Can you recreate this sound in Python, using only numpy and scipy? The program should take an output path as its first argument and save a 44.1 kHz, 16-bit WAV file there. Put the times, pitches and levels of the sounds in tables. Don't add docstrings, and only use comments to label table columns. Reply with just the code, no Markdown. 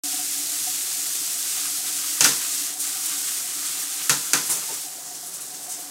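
import sys
import numpy as np
from scipy import signal
from scipy.fft import rfft, irfft, next_fast_len
from scipy.io import wavfile

SR = 44100
rng = np.random.default_rng(int(sys.argv[2]) if len(sys.argv) > 2 else 0)


def digitize_waveform(pressure):
    field = np.atleast_2d(pressure).T
    bounded = np.clip(field, -1, 1)
    quanta = np.round(bounded * 32767).astype(np.int16)
    wavfile.write(sys.argv[1], SR, quanta)


N = 260190
TIME = np.arange(N) / SR


def from_db(db):
    return 10 ** (np.asarray(db) / 20)


def rms_one(x):
    return x / np.sqrt(np.mean(x ** 2) + 1e-20)


def in_time(rows):
    s, *columns = np.transpose(rows)
    return [np.interp(TIME, s, c) for c in columns]


def drift(rate_hz):
    steps = rng.standard_normal(4096)
    return rms_one(np.interp(TIME * rate_hz, np.arange(len(steps)), steps))


def coloured(x, spectrum):
    size = 2 * next_fast_len(len(x))
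    hz, db = np.transpose(spectrum)
    grid_hz = np.maximum(np.arange(size // 2 + 1) * SR / size, 1)
    gain = from_db(np.interp(np.log(grid_hz), np.log(hz), db))
    cepstrum = irfft(np.log(gain))
    response = np.exp(2 * rfft(cepstrum[:size // 2], size))
    return rms_one(irfft(rfft(x, size) * response)[:len(x)])


def centred(x, start_s, shape, centre_hz):
    out = np.zeros(N)
    first = int(start_s * SR)
    part = slice(first, first + SR // 2)
    out[part] = coloured(x[part], np.array(shape) * [centre_hz, 1])
    return out


def resonance(x, hz, width_hz):
    r = np.exp(-np.pi * width_hz / SR)
    section = [1, 0, -1, 1, -2 * r * np.cos(2 * np.pi * hz / SR), r * r]
    return rms_one(signal.sosfilt([section, section], x))


def blow(start_s, rise_s, t60_s):
    age_s = np.maximum(TIME - start_s, 0)
    decay = from_db(np.maximum(-60 * age_s / t60_s, -200))
    return (1 - np.exp(-age_s / rise_s)) * decay


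def drops(per_s, spread_db):
    sizes = from_db(spread_db * np.minimum(rng.exponential(1, N), 4.5))
    signs = rng.choice([-1, 1], N)
    return rms_one(sizes * signs * (rng.random(N) < per_s / SR))


ROOM_T60_S = 0.53


def bathroom(x, wet_db):
    tail = (rng.standard_normal(N) * blow(0.00077, 0.00068, ROOM_T60_S))[:SR // 2]
    reflections = signal.fftconvolve(x, tail / np.linalg.norm(tail))[:N]
    return rms_one(x + from_db(wet_db) * reflections)


# (frequency [Hz], level per Hz [dB])
HISS_SPECTRUM = [(80, -78), (500, -59), (1200, -21), (2500, -14), (4000, -8.5), (5500, -5), (7000, -2.04),
                 (8400, -1.5), (10500, -5.5), (13000, -8.5), (16000, -15)]
PATTER_SPECTRUM = [(60, -21), (300, -31), (600, -47), (950, -1), (1350, 2.5), (2000, 1.5), (3000, 6.5),
                   (4500, 1.5), (9000, -31)]
DRUMMING_SPECTRUM = [(200, -20), (480, 0.5), (900, -4), (2000, -7), (4000, -21)]
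# (time [s], share landing on the bird [1 = all; ends slightly above])
ON_BIRD = [(2.82, 0), (2.94, 0.12), (3.1, 0), (3.33, 0), (3.43, 0.2), (3.67, 0.13), (4.05, 0.2),
           (4.25, 0.26), (4.7, 0.31), (4.88, 0.66), (5.02, 0.99), (5.22, 0.9), (5.45, 0.85), (5.75, 1),
           (5.88, 1.08)]
# (time [s], share taken out [0-1])
HOLLOW = [(2.7, 0), (2.78, .45), (2.85, 0.1), (4.95, 0), (5.09, 0.4), (5.16, .3), (5.24, .95), (5.33, 0.35),
          (5.6, .25), (5.85, 0)]
HISS_DB, PATTER_DB = -26, -46.5
FEATHER_HISS_LOSS_DB, FEATHER_PATTER_LOSS_DB, DRUMMING_DB = 11, 15, -54.5
SWING_START_S, SWING_END_S, WALL_GAIN_DB = 1.3, 2.43, 6.5
LULL_S, LULL_FADE_S, LULL_RETURN_S = 2.766, 0.11, 0.076
LULL_HISS_LOSS_DB, LULL_PATTER_LOSS_DB = 6.5, 14
LULL_PATTER_LAG_S = 0.018
HOLLOW_LOW_HZ, HOLLOW_HIGH_HZ = 1950, 3100


def spray(flutter_db=0.5, bird_flutter_db=0.1, plink_db=-5.0, spatter_db=3.5):
    on_bird, = in_time(ON_BIRD)
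    hollow, = in_time(HOLLOW)
    on_wall = np.interp(TIME, [SWING_START_S, SWING_END_S], [0, 1])
    lull = np.interp(TIME - LULL_S, [-LULL_FADE_S, 0, LULL_RETURN_S], [0, 1, 0])
    late_lull = np.interp(TIME - LULL_PATTER_LAG_S, TIME, lull)

    hiss_db = HISS_DB - FEATHER_HISS_LOSS_DB * on_bird - LULL_HISS_LOSS_DB * lull
    patter_db = PATTER_DB + WALL_GAIN_DB * on_wall
    patter_db = patter_db - FEATHER_PATTER_LOSS_DB * on_bird - LULL_PATTER_LOSS_DB * late_lull

    hiss = bathroom(coloured(drops(11000, 2.3), HISS_SPECTRUM), wet_db=-12.0)
    spatter = from_db(spatter_db * drift(23.98)) * drops(1500, 3.0)
    patter = bathroom(coloured(spatter, PATTER_SPECTRUM), wet_db=-3)
    patter = rms_one(patter + from_db(plink_db) * plinks(per_s=450, cycles=16.4, clump_db=2.5))
    drumming = coloured(drops(900, 4.3), DRUMMING_SPECTRUM)

    flutter = (flutter_db + bird_flutter_db * on_bird ** 2) * drift(30)
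    out = from_db(hiss_db + flutter) * hiss + from_db(patter_db) * patter
    out += from_db(DRUMMING_DB) * on_bird * drumming
    band = signal.butter(1, [HOLLOW_LOW_HZ, HOLLOW_HIGH_HZ], "band", fs=SR, output="sos")
    return out - np.clip(hollow, 0, 1) * signal.sosfilt(band, out)


def plinks(per_s, cycles, clump_db, count=16):
    pitches_hz = np.geomspace(1150, 2300, count) * np.exp(rng.normal(0, 0.023, count))
    clumps = from_db(clump_db * drift(35))
    rings = (resonance(clumps * drops(per_s / count, 2.0), hz, hz / cycles) for hz in pitches_hz)
    return rms_one(sum(rings))


# (frequency [Hz], level per Hz [dB])
WASH_SPECTRUM = [(25, -65), (80, -16), (110, -18.5), (140, 3), (185, -0.5), (220, -7.5), (270, -1.5),
                 (380, 3.5), (470, -5), (620, -2.5), (1000, -2), (1600, -4.5), (3000, -12.5)]
# (time [s], low level [dB], high level [dB])
DRAIN_LEVELS = [(.05, -46, -48.5), (.28, -49.5, -57), (.55, -54, -53.5), (1.45, -60, -57.5),
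                (1.7, -53, -53.5), (2.12, -51.5, -56), (2.5, -55.5, -57), (3.3, -55, -56.5),
                (4.65, -58.5, -60), (4.85, -57, -49), (5.24, -59, -55), (5.33, -65, -63),
                (5.42, -60, -54.5), (5.85, -57.5, -51.5)]
# (time [s], pitch [Hz], level [dB])
GLUGS_AND_PLOPS = [(.125, 737, -31), (0.136, 286, -32), (.188, 730, -28), (0.389, 290, -35),
                   (.52, 300, -37), (.668, 736, -24.5), (1.211, 295, -31), (1.84, 750, -37),
                   (2.609, 288, -34), (2.755, 738, -31.5), (3.44, 730, -34), (4.687, 892, -28),
                   (4.7, 504, -33), (4.718, 418, -32.5), (4.845, 786, -36), (4.98, 698, -35),
                   (5.106, 723, -31), (5.228, 715, -33), (5.68, 730, -27), (5.775, 717, -30)]
WASH_DB = -48
DRAIN_LOW_HZ, DRAIN_HIGH_HZ = 289.5, 733
HUM_DB = 0.5
DRAIN_WAVER = 0.0176


def drain(lumpy_db=2.5, hum_waver_hz=3.64, hum_swing_db=2.0):
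    low_db, high_db = in_time(DRAIN_LEVELS)
    out = from_db(WASH_DB) * coloured(drops(2500, 2.5), WASH_SPECTRUM)

    turns = np.cumsum(DRAIN_LOW_HZ + hum_waver_hz * drift(14)) / SR
    hum = np.sqrt(2) * from_db(HUM_DB + hum_swing_db * drift(9)) * np.sin(2 * np.pi * turns)
    churn = resonance(drops(600, 2.7), DRAIN_LOW_HZ, width_hz=29)
    out += from_db(low_db) * rms_one(hum + churn)

    gurgle = resonance(drops(600, 2.2), DRAIN_HIGH_HZ, width_hz=60)
    warped_s = TIME + np.cumsum(DRAIN_WAVER * drift(8.1)) / SR
    wavering = np.interp(warped_s, TIME, gurgle)
    out += from_db(high_db + lumpy_db * drift(16)) * wavering

    for s, hz, db in GLUGS_AND_PLOPS:
        out += from_db(db) * blow(s, 0.0095, 0.1) * np.sin(2 * np.pi * hz * (TIME - s))
    return out


# (time [s], snap [dB], snap centre [Hz], room ringing [dB],
# plastic shell clack [dB], metal joint ping [dB], bass change [dB])
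CRACKS = [(2.2076, 2, 6460, -15.5, -33, -25, -2), (2.244, 0, 6560, -13.5, -20.5, -20, -4),
          (4.0953, -2, 7100, -15, -24, -40, -1), (4.3334, -0.5, 7400, -16, -22.5, -22, 0.5)]
# (multiple of the centre [1], level per Hz [dB])
SNAP_SHAPE = [(.008, -51), (.03, -16), (.18, -13), (.46, -8), (.75, -0.5), (1, 1.5), (1.4, -3.5),
              (2.3, -18.5)]
# (frequency [Hz], level per Hz [dB])
CRACK_SPECTRUM = [(40, -35), (100, -22), (135, 5), (212, -3), (250, 6.5), (330, 3), (410, -0.5),
                  (700, -3.5), (900, 1.5), (1030, 2), (1130, -2), (1250, -6), (1800, 4), (2200, -2),
                  (3300, 0.5), (6400, 6.5), (8500, 4.5), (15500, -8)]
# (frequency [Hz], level re room ringing [dB], t60 [s])
HEAD_MODES = [(141, -12.5, 0.25), (184.5, -20.5, 0.32), (281, -21, 0.28), (322, -20, .22),
              (467.5, -21, 0.37), (876, -18.5, 0.25), (1007, -23, 0.61), (1226, -21, 0.35),
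              (1380, -17, 0.35), (1470, -21, 0.35), (1580, -25, 0.28), (1809, -21, .2), (2372, -10, 0.13),
              (2570, -15, 0.13), (2690, -11, 0.14), (3920, -20, .2), (4800, -23, 0.18), (5690, -18, 0.17)]
# (time [s], snap [dB])
STUTTERS = [(2.2152, -12), (2.2232, -11), (2.234, -12), (2.24, -11), (2.2622, -12), (4.1018, -10.5)]
SLAP_S, SLAP_DB = 0.0051, -11
SHELL_HZ, JOINT_HZ, JOINT_WIDTH_HZ = 1397, 6240, 260
KNOCK_DB, KNOCK_HZ, KNOCK_T60_S = -14.5, 1600, 0.029
BASS_BELOW_HZ = 990


def shower_head(snap_t60_s=0.012, tail_t60_s=0.33, clack_t60_s=0.2, ping_t60_s=0.24, stutter_t60_s=0.013):
    out = np.zeros(N)
    slip = rng.standard_normal(N)
    tail = coloured(drops(4500, 1.5), CRACK_SPECTRUM)
    clack = resonance(rng.standard_normal(N), SHELL_HZ, width_hz=400)
    knock = resonance(rng.standard_normal(N), KNOCK_HZ, width_hz=1660)
    ping = resonance(rng.standard_normal(N), JOINT_HZ, JOINT_WIDTH_HZ)
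    bass = signal.butter(1, BASS_BELOW_HZ, fs=SR, output="sos")
    for s, snap_db, centre_hz, ring_db, clack_db, ping_db, bass_db in CRACKS:
        snap = centred(slip, s, SNAP_SHAPE, centre_hz)
        crack = from_db(snap_db) * blow(s, 0.0001, snap_t60_s) * snap
        crack += from_db(SLAP_DB) * np.interp(TIME - SLAP_S, TIME, crack)
        crack += from_db(ring_db) * blow(s, 0.00036, tail_t60_s) * tail
        crack += from_db(clack_db) * blow(s, 0.0023, clack_t60_s) * clack
        crack += from_db(KNOCK_DB) * blow(s, 0.0005, KNOCK_T60_S) * knock
        crack += from_db(ping_db) * blow(s, 0.0004, ping_t60_s) * ping
        for hz, db, t60_s in HEAD_MODES:
            mode = np.sin(2 * np.pi * hz * (TIME - s))
            crack += from_db(ring_db + db) * blow(s, 0.0036, t60_s) * mode
        out += crack + (from_db(bass_db) - 1) * signal.sosfilt(bass, crack)
    for s, db in STUTTERS:
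        snap = centred(slip, s, SNAP_SHAPE, JOINT_HZ)
        out += from_db(db) * blow(s, 0.0001, stutter_t60_s) * snap
    return out


# (time [s], level [dB], centre [Hz], swell [s], t60 [s])
SWISHES = [(2.489, -25, 6040, 0.022, 0.45), (2.794, -19, 7800, 0.0076, 0.21),
           (3.057, -15, 8800, .003, 0.052), (4.455, -20.5, 8460, 0.013, 0.17),
           (4.493, -14, 7800, 0.011, 0.29), (4.728, -22.5, 7200, .015, 0.19),
           (5.04, -26.5, 6700, 0.045, 0.36), (5.143, -26.5, 6800, 0.011, 0.14),
           (5.258, -25.5, 8300, .015, .16), (5.334, -25.5, 7700, .009, 0.16),
           (5.405, -25, 8340, 0.0083, 0.13), (5.535, -26.5, 6400, .014, 0.16), (5.62, -30, 8200, .015, .22),
           (5.688, -19.5, 7400, 0.035, 0.29), (5.795, -29, 8900, .01, 0.12)]
# (multiple of the centre [1], level per Hz [dB])
SWISH_SHAPE = [(.01, -60), (.15, -23), (.45, -15.5), (.74, -10), (1, 2), (1.25, 1), (1.8, -12)]
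# (time [s], level [dB], t60 [s])
PUFFS = [(4.489, -29, 0.33), (4.552, -40.5, 0.23), (4.615, -43, 0.28), (4.692, -36, 0.28)]
# (frequency [Hz], level per Hz [dB])
AIR_SPECTRUM = [(25, -50), (90, -16), (150, 1.5), (230, -11), (380, -4), (650, -5), (1000, -3),
                (1600, -8.5), (3200, -12), (6000, -20)]
SWISH_SAG, SWISH_SAG_S = 0.83, 0.1


def wings():
    air = coloured(rng.standard_normal(N), AIR_SPECTRUM)
    out = sum(from_db(db) * blow(s, 0.0085, t60_s) * air for s, db, t60_s in PUFFS)
    fine = bathroom(drops(5000, 1.1), wet_db=9.0)
    heavy = bathroom(drops(5000, 1.1), wet_db=9.0)
    for s, db, centre_hz, swell_s, t60_s in SWISHES:
        late = np.clip((TIME - s) / SWISH_SAG_S, 0, 1)
        swish = np.sqrt(1 - late) * centred(fine, s, SWISH_SHAPE, centre_hz)
        swish += np.sqrt(late) * centred(heavy, s, SWISH_SHAPE, SWISH_SAG * centre_hz)
        out += from_db(db) * blow(s, swell_s, t60_s) * swish
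    return out


def scene():
    return np.tile(spray() + drain() + shower_head() + wings(), (2, 1))


START_S, CEILING, CUTOFF_HZ = 0.036, 0.64, 15750


def record(dry):
    rounded = CEILING * np.tanh(dry * (TIME > START_S) / CEILING)
    thinned = signal.sosfilt(signal.butter(2, 85, "high", fs=SR, output="sos"), rounded)
    top_cut = signal.ellip(10, 0.05, 60, CUTOFF_HZ, fs=SR, output="sos")
    return signal.sosfiltfilt(top_cut, thinned)


dry = scene()
out = record(dry)
digitize_waveform(out)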